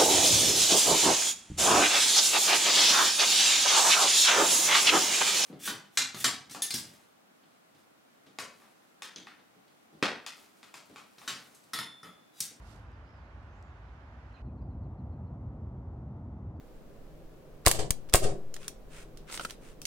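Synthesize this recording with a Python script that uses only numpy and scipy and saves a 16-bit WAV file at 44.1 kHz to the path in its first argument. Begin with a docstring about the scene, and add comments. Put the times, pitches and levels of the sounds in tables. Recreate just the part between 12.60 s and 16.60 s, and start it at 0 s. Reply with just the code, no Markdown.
"""Quiet river bank, distant traffic

Traffic rumbles as coloured noise; far engines drone as wavering sines. Birds are gliding tones scattered
by trees: far twitter, a repeated two-note call. Thin whistles, one hissy and arching to about 7 kHz.
One soft noise swish, a few ringing ticks.
At 1.8 s the sound abruptly turns deeper, duller and centred; birds and whistles drop in level."""
import sys
import numpy as np
from scipy import signal
from scipy.fft import rfft, irfft
from scipy.io import wavfile

SR = 44100
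rng = np.random.default_rng(int(sys.argv[2]) if len(sys.argv) > 2 else 0)


def dump(signal):
    """Clip the signal to [-1, 1] and save it as 16-bit WAV at the path in sys.argv[1]."""
    limited = np.clip(np.atleast_2d(signal).T, -1, 1)
    pcm = np.round(limited * 32767).astype(np.int16)
    wavfile.write(sys.argv[1], SR, pcm)


N = 176400
TIME_S = np.arange(N) / SR
BIN_HZ = np.arange(N // 2 + 1) * SR / N

# Background spectra, open and dull: f/Hz, relative density/dB
OPEN_SPECTRUM = [(20, -47), (32, -44), (41, -12.5), (52, 2.5), (70, 1.5), (105, -5), (160, -15), (280, -17),
                 (420, -23.5), (600, -20.5), (900, -20.5), (1500, -23), (2100, -29), (2800, -35),
                 (4000, -42.5), (6300, -49), (8500, -60.5), (15000, -68.5)]
DULL_SPECTRUM = [(20, -46), (32, -41.5), (41, -16.5), (51, -2), (75, 1.5), (125, -3.5), (165, -8.5),
                 (250, -12), (450, -25), (620, -24), (900, -27.5), (1300, -36), (1650, -45), (2050, -44.5),
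                 (2900, -58.5), (4200, -65), (6500, -67.5), (10000, -76.5), (15000, -81)]
# Left-right coherence, open and dull: f/Hz, coherence/1
OPEN_COHERENCE = [(60, 0.98), (180, 0.99), (300, 0.97), (500, 0.8), (890, 0.83), (1280, 0.41), (1950, 0.52),
                  (2500, 0.12), (8000, 0.021)]
DULL_COHERENCE = [(90, 1), (180, .99), (300, 0.99), (520, 0.93), (890, 0.95), (1550, 0.68), (2150, 0.75),
                  (2550, 0.55), (3000, 0.14), (6000, 0.02)]
# Open background balance: f/Hz, left minus right/dB
OPEN_PAN = [(60, -0.5), (300, -1.5), (520, 0.5), (890, -1), (1520, -6.5), (2600, -3.5), (6500, -3.5),
            (13000, -0.5)]
# Traffic reaches the left ear first: f/Hz, right lag/rad
RIGHT_PHASE_LAG = [(60, .02), (180, .06), (500, 0.37), (950, 0.38), (1250, .5), (1500, 1.05), (2000, 2.26),
                   (2350, 3.25), (2650, 4.2), (3200, 6.3)]
# Deep rumble swell: t/s, gain/dB
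RUMBLE_SWELL = [(0, 0.5), (0.7, 0), (1.45, -0.5), (1.85, 0.5), (2.05, 4), (2.35, 1), (2.55, 1.5), (2.9, 1),
                (3.3, -1), (4, 1.5)]
# Swish spectrum: f/Hz, relative density/dB
SWISH_SPECTRUM = [(200, -18), (1800, -3), (2800, 6), (4500, 6), (7000, 1.5), (10500, -3), (15000, -12)]
# Contacts: t/s, level/dB
TICK_HITS = [(.3174, -69), (.8315, -72), (1.0262, -58.5), (1.728, -71), (3.5705, -81)]
# Tick resonances: f/Hz, relative level/dB, T60/s
TICK_RESONANCES = [(4670, -2, 0.007), (5300, -1, .006), (6150, 0, 0.0055), (7850, -2.5, 0.006),
                   (8600, -7, .006), (11700, -12, .004)]
# Whistles: t/s, length/s, start f/Hz, middle f/Hz, end f/Hz, level while open/dB, flutter/Hz
WHISTLE_NOTES = [(0.32, .05, 4800, 4950, 4770, -78, 150), (0.437, 0.097, 4000, 5100, 5400, -77.5, 70),
                 (.505, .115, 5250, 5000, 4500, -78, 80), (.895, 0.13, 4900, 6770, 7260, -82, 280),
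                 (.98, 0.16, 7150, 7080, 6400, -83, 333), (1.735, .04, 7100, 6790, 6450, -87.5, 252),
                 (2.011, 0.024, 4500, 4700, 4400, -70, 150), (3.957, .025, 4500, 4650, 4470, -76.5, 200)]
# Engines: start t/s, end t/s, f/Hz, wander/Hz, level while dull/dB
ENGINE_DRONES = [(1.1, 3.0, 240, 3.5, -60), (2.7, 4.7, 203, 3, -60.5), (2.1, 3.45, 80.6, 1.2, -49.5),
                 (1.5, 5.3, 125, 3.6, -55)]
# Two-note calls: t/s, high and low note level while open/dB, high note fall/Hz
CALL_NOTES = [(1.733, -65, -63.5, 616), (1.847, -69.5, -66.5, 481), (1.968, -71, -70, 428),
              (2.095, -71.5, -75.5, 482), (2.221, -71, -71.5, 328), (2.373, -72, -77, 400),
              (2.512, -70.5, -73.5, 318), (2.658, -73, -77, 380)]


def from_db(db):
    """Decibels to gain."""
    return 10 ** (np.asarray(db) / 20)


def unit_rms(x):
    """Scale to rms 1."""
    return x / np.sqrt(np.mean(x ** 2) + 1e-20)


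def per_bin(table):
    """Table value at each FFT bin, on a log-frequency axis."""
    hz, value = np.transpose(table)
    return np.interp(np.log(np.maximum(BIN_HZ, 1)), np.log(hz), value)


def pan(left_minus_right_db):
    """Constant-power stereo gains."""
    ratio = from_db(np.atleast_1d(left_minus_right_db))
    return np.array([ratio, np.ones_like(ratio)]) * np.sqrt(2 / (1 + ratio ** 2))


def drift(rate_hz, size=N):
    """Low-passed random wander, rms 1."""
    hz = np.arange(size // 2 + 1) * SR / size
    return unit_rms(irfft(rfft(rng.standard_normal(size)) / (1 + (hz / rate_hz) ** 2), size))


def add(out, start_s, sound):
    """Mix a sound in at start_s."""
    i = int(np.clip(start_s * SR, 0, N - 1))
    out[i:i + len(sound)] += sound[:N - i]


def dullness(switch_s=1.821, fade_s=0.004):
    """Fast crossfade: 0 open, 1 dull."""
    return np.clip((TIME_S - switch_s) / fade_s + 0.5, 0, 1)


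def air_noise(spectrum, coherence=0, pan_db=0):
    """Coloured stereo noise, right ear late, rms 1."""
    mid, side = rfft(rng.standard_normal((2, N)))
    coherence = np.clip(coherence, -0.999, 0.999)
    ears = np.sqrt(1 + coherence) * mid + np.sqrt(1 - coherence) * side * np.array([[1], [-1]])
    ears[1] *= np.exp(-1j * per_bin(RIGHT_PHASE_LAG))
    return unit_rms(irfft(ears * from_db(per_bin(spectrum)) * pan(pan_db), N))


def flicker(x, low_hz=2600, high_hz=9000, bands=20, depth_db=1.5, rate_hz=21):
    """Narrow treble bands waver independently in level."""
    band = np.searchsorted(np.geomspace(low_hz, high_hz, bands + 1), BIN_HZ)
    spectrum = rfft(x)
    for k in range(1, bands + 1):
        gain = unit_rms(from_db(depth_db * drift(rate_hz)))
        x = x + irfft(spectrum * (band == k), N) * (gain - 1)
    return x


def traffic(open_db=-49, dull_db=-42, rumble_top_hz=139):
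    """Far traffic and air: bright and wide, then deep and dull. The rumble swells slowly."""
    dull = dullness()
    before = from_db(open_db) * air_noise(OPEN_SPECTRUM, per_bin(OPEN_COHERENCE), per_bin(OPEN_PAN))
    after = from_db(dull_db) * air_noise(DULL_SPECTRUM, per_bin(DULL_COHERENCE))
    air = flicker((1 - dull) * before + dull * after)
    rumble = signal.sosfiltfilt(signal.butter(2, rumble_top_hz, fs=SR, output="sos"), air)
    swell = from_db(np.interp(TIME_S, *np.transpose(RUMBLE_SWELL)))
    return air + rumble * (swell - 1)


def arc_note(length_s, start_hz, middle_hz, end_hz, flutter_hz):
    """Fluttering sine on a pitch arc; swells and fades."""
    progress = np.linspace(0, 1, int(length_s * SR))
    arc = np.polyfit([0, 0.5, 1], [start_hz, middle_hz, end_hz], 2)
    hz = np.polyval(arc, progress) + flutter_hz * drift(400, size=len(progress))
    return np.sin(np.pi * progress) * np.sin(2 * np.pi * np.cumsum(hz) / SR)


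def twitter(rate_per_s=19, low_hz=2580, high_hz=3750, length_s=0.04, open_db=-82.5):
    """Far birds: short glides at random times and pitches."""
    out = np.zeros(N)
    for when, pitch, glide in rng.random((int(rate_per_s * N / SR), 3)):
        hz = low_hz * (high_hz / low_hz) ** pitch
        slide_hz = 0.036 * (glide - 0.5) * hz
        chirp = arc_note(length_s, hz - slide_hz, hz, hz + slide_hz, flutter_hz=150)
        add(out, when * N / SR, from_db(open_db) * chirp)
    return out


def among_trees(direct, scatter_db=-3, t60_s=0.55):
    """Direct sound plus diffuse scatter from trees, different in each ear."""
    tail = rng.standard_normal((2, SR)) * from_db(-60 * TIME_S[:SR] / t60_s)
    tail /= np.sqrt(np.sum(tail ** 2, axis=1, keepdims=True))
    return direct + from_db(scatter_db) * signal.fftconvolve(direct[None], tail, axes=1)[:, :N]


def swish(peak_s=0.1, rise_s=0.047, fall_s=0.052, level_db=-63.5, grain_db=1.2, pan_db=-10.5):
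    """One soft, grainy swell of noise on the right."""
    width_s = np.where(TIME_S < peak_s, rise_s, fall_s)
    swell = np.exp(1 - np.sqrt(1 + ((TIME_S - peak_s) / width_s) ** 2))
    gain = from_db(level_db + grain_db * drift(rate_hz=150))
    return gain * swell * pan(pan_db) * air_noise(SWISH_SPECTRUM)


def ticks(rise_s=0.00008, touch_lead_s=0.0007, touch_db=-9):
    """Tiny dry ticks close by: a light touch, then the contact, each ringing a few ms."""
    out, t = np.zeros(N), TIME_S[:SR // 20]
    ring = sum((-1) ** k * from_db(db - 60 * t / t60_s) * np.sin(2 * np.pi * hz * t)
               for k, (hz, db, t60_s) in enumerate(TICK_RESONANCES))
    ring *= 1 - np.exp(-t / rise_s)
    for start_s, db in TICK_HITS:
        add(out, start_s - touch_lead_s, from_db(db + touch_db) * ring)
        add(out, start_s, from_db(db) * ring)
    return out


def whistles():
    """Thin, high whistles; near 1 s a hissy one arches up to about 7 kHz and back down."""
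    out = np.zeros(N)
    for start_s, length_s, start_hz, middle_hz, end_hz, db, flutter_hz in WHISTLE_NOTES:
        add(out, start_s, from_db(db) * arc_note(length_s, start_hz, middle_hz, end_hz, flutter_hz))
    return out


def engines(fade_s=0.46, waver_db=2.0, open_gain_db=-5):
    """Far engine drones rise from the rumble and sink back; weaker before the switch."""
    out = np.zeros(N)
    for start_s, end_s, centre_hz, wander_hz, db in ENGINE_DRONES:
        fade = np.clip(np.minimum(TIME_S - start_s, end_s - TIME_S) / fade_s, 0, 1)
        gain = from_db(db + waver_db * drift(rate_hz=2.7))
        hz = centre_hz + wander_hz * drift(rate_hz=6)
        out += fade * gain * np.sin(2 * np.pi * np.cumsum(hz) / SR)
    return out * from_db(open_gain_db * (1 - dullness()))


def calls(pitches_hz=(4290, 2660), low_fall_hz=254, high_s=0.04, low_s=0.041, low_delay_s=0.026):
    """A small bird repeats a high-low pair of falling notes."""
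    out = np.zeros(N)
    for start_s, high_db, low_db, fall_hz in CALL_NOTES:
        high_hz, low_hz = np.array(pitches_hz) * (1 + 0.005 * rng.standard_normal(2))
        high = arc_note(high_s, high_hz, high_hz - 0.26 * fall_hz, high_hz - fall_hz, flutter_hz=100)
        low = arc_note(low_s, low_hz, low_hz - low_fall_hz / 2, low_hz - low_fall_hz, flutter_hz=150)
        add(out, start_s, from_db(high_db) * high)
        add(out, start_s + low_delay_s, from_db(low_db) * low)
    return out


def birds_and_whistles(open_pan_db=-8, dull_gain_db=-12.5):
    """On the right, then quieter and centred after the switch."""
    dull = dullness()
    notes = among_trees(calls() + whistles() + twitter())
    return from_db(dull_gain_db * dull) * pan(open_pan_db * (1 - dull)) * notes


def scene():
    """Stereo mix at the bank."""
    return traffic() + engines() + ticks() + swish() + birds_and_whistles()


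def record(dry):
    """Steep low-pass, 60 dB down at 16.2 kHz."""
    return signal.sosfilt(signal.cheby2(16, 60, 16200, fs=SR, output="sos"), dry)


dry = scene()
out = record(dry)
dump(out)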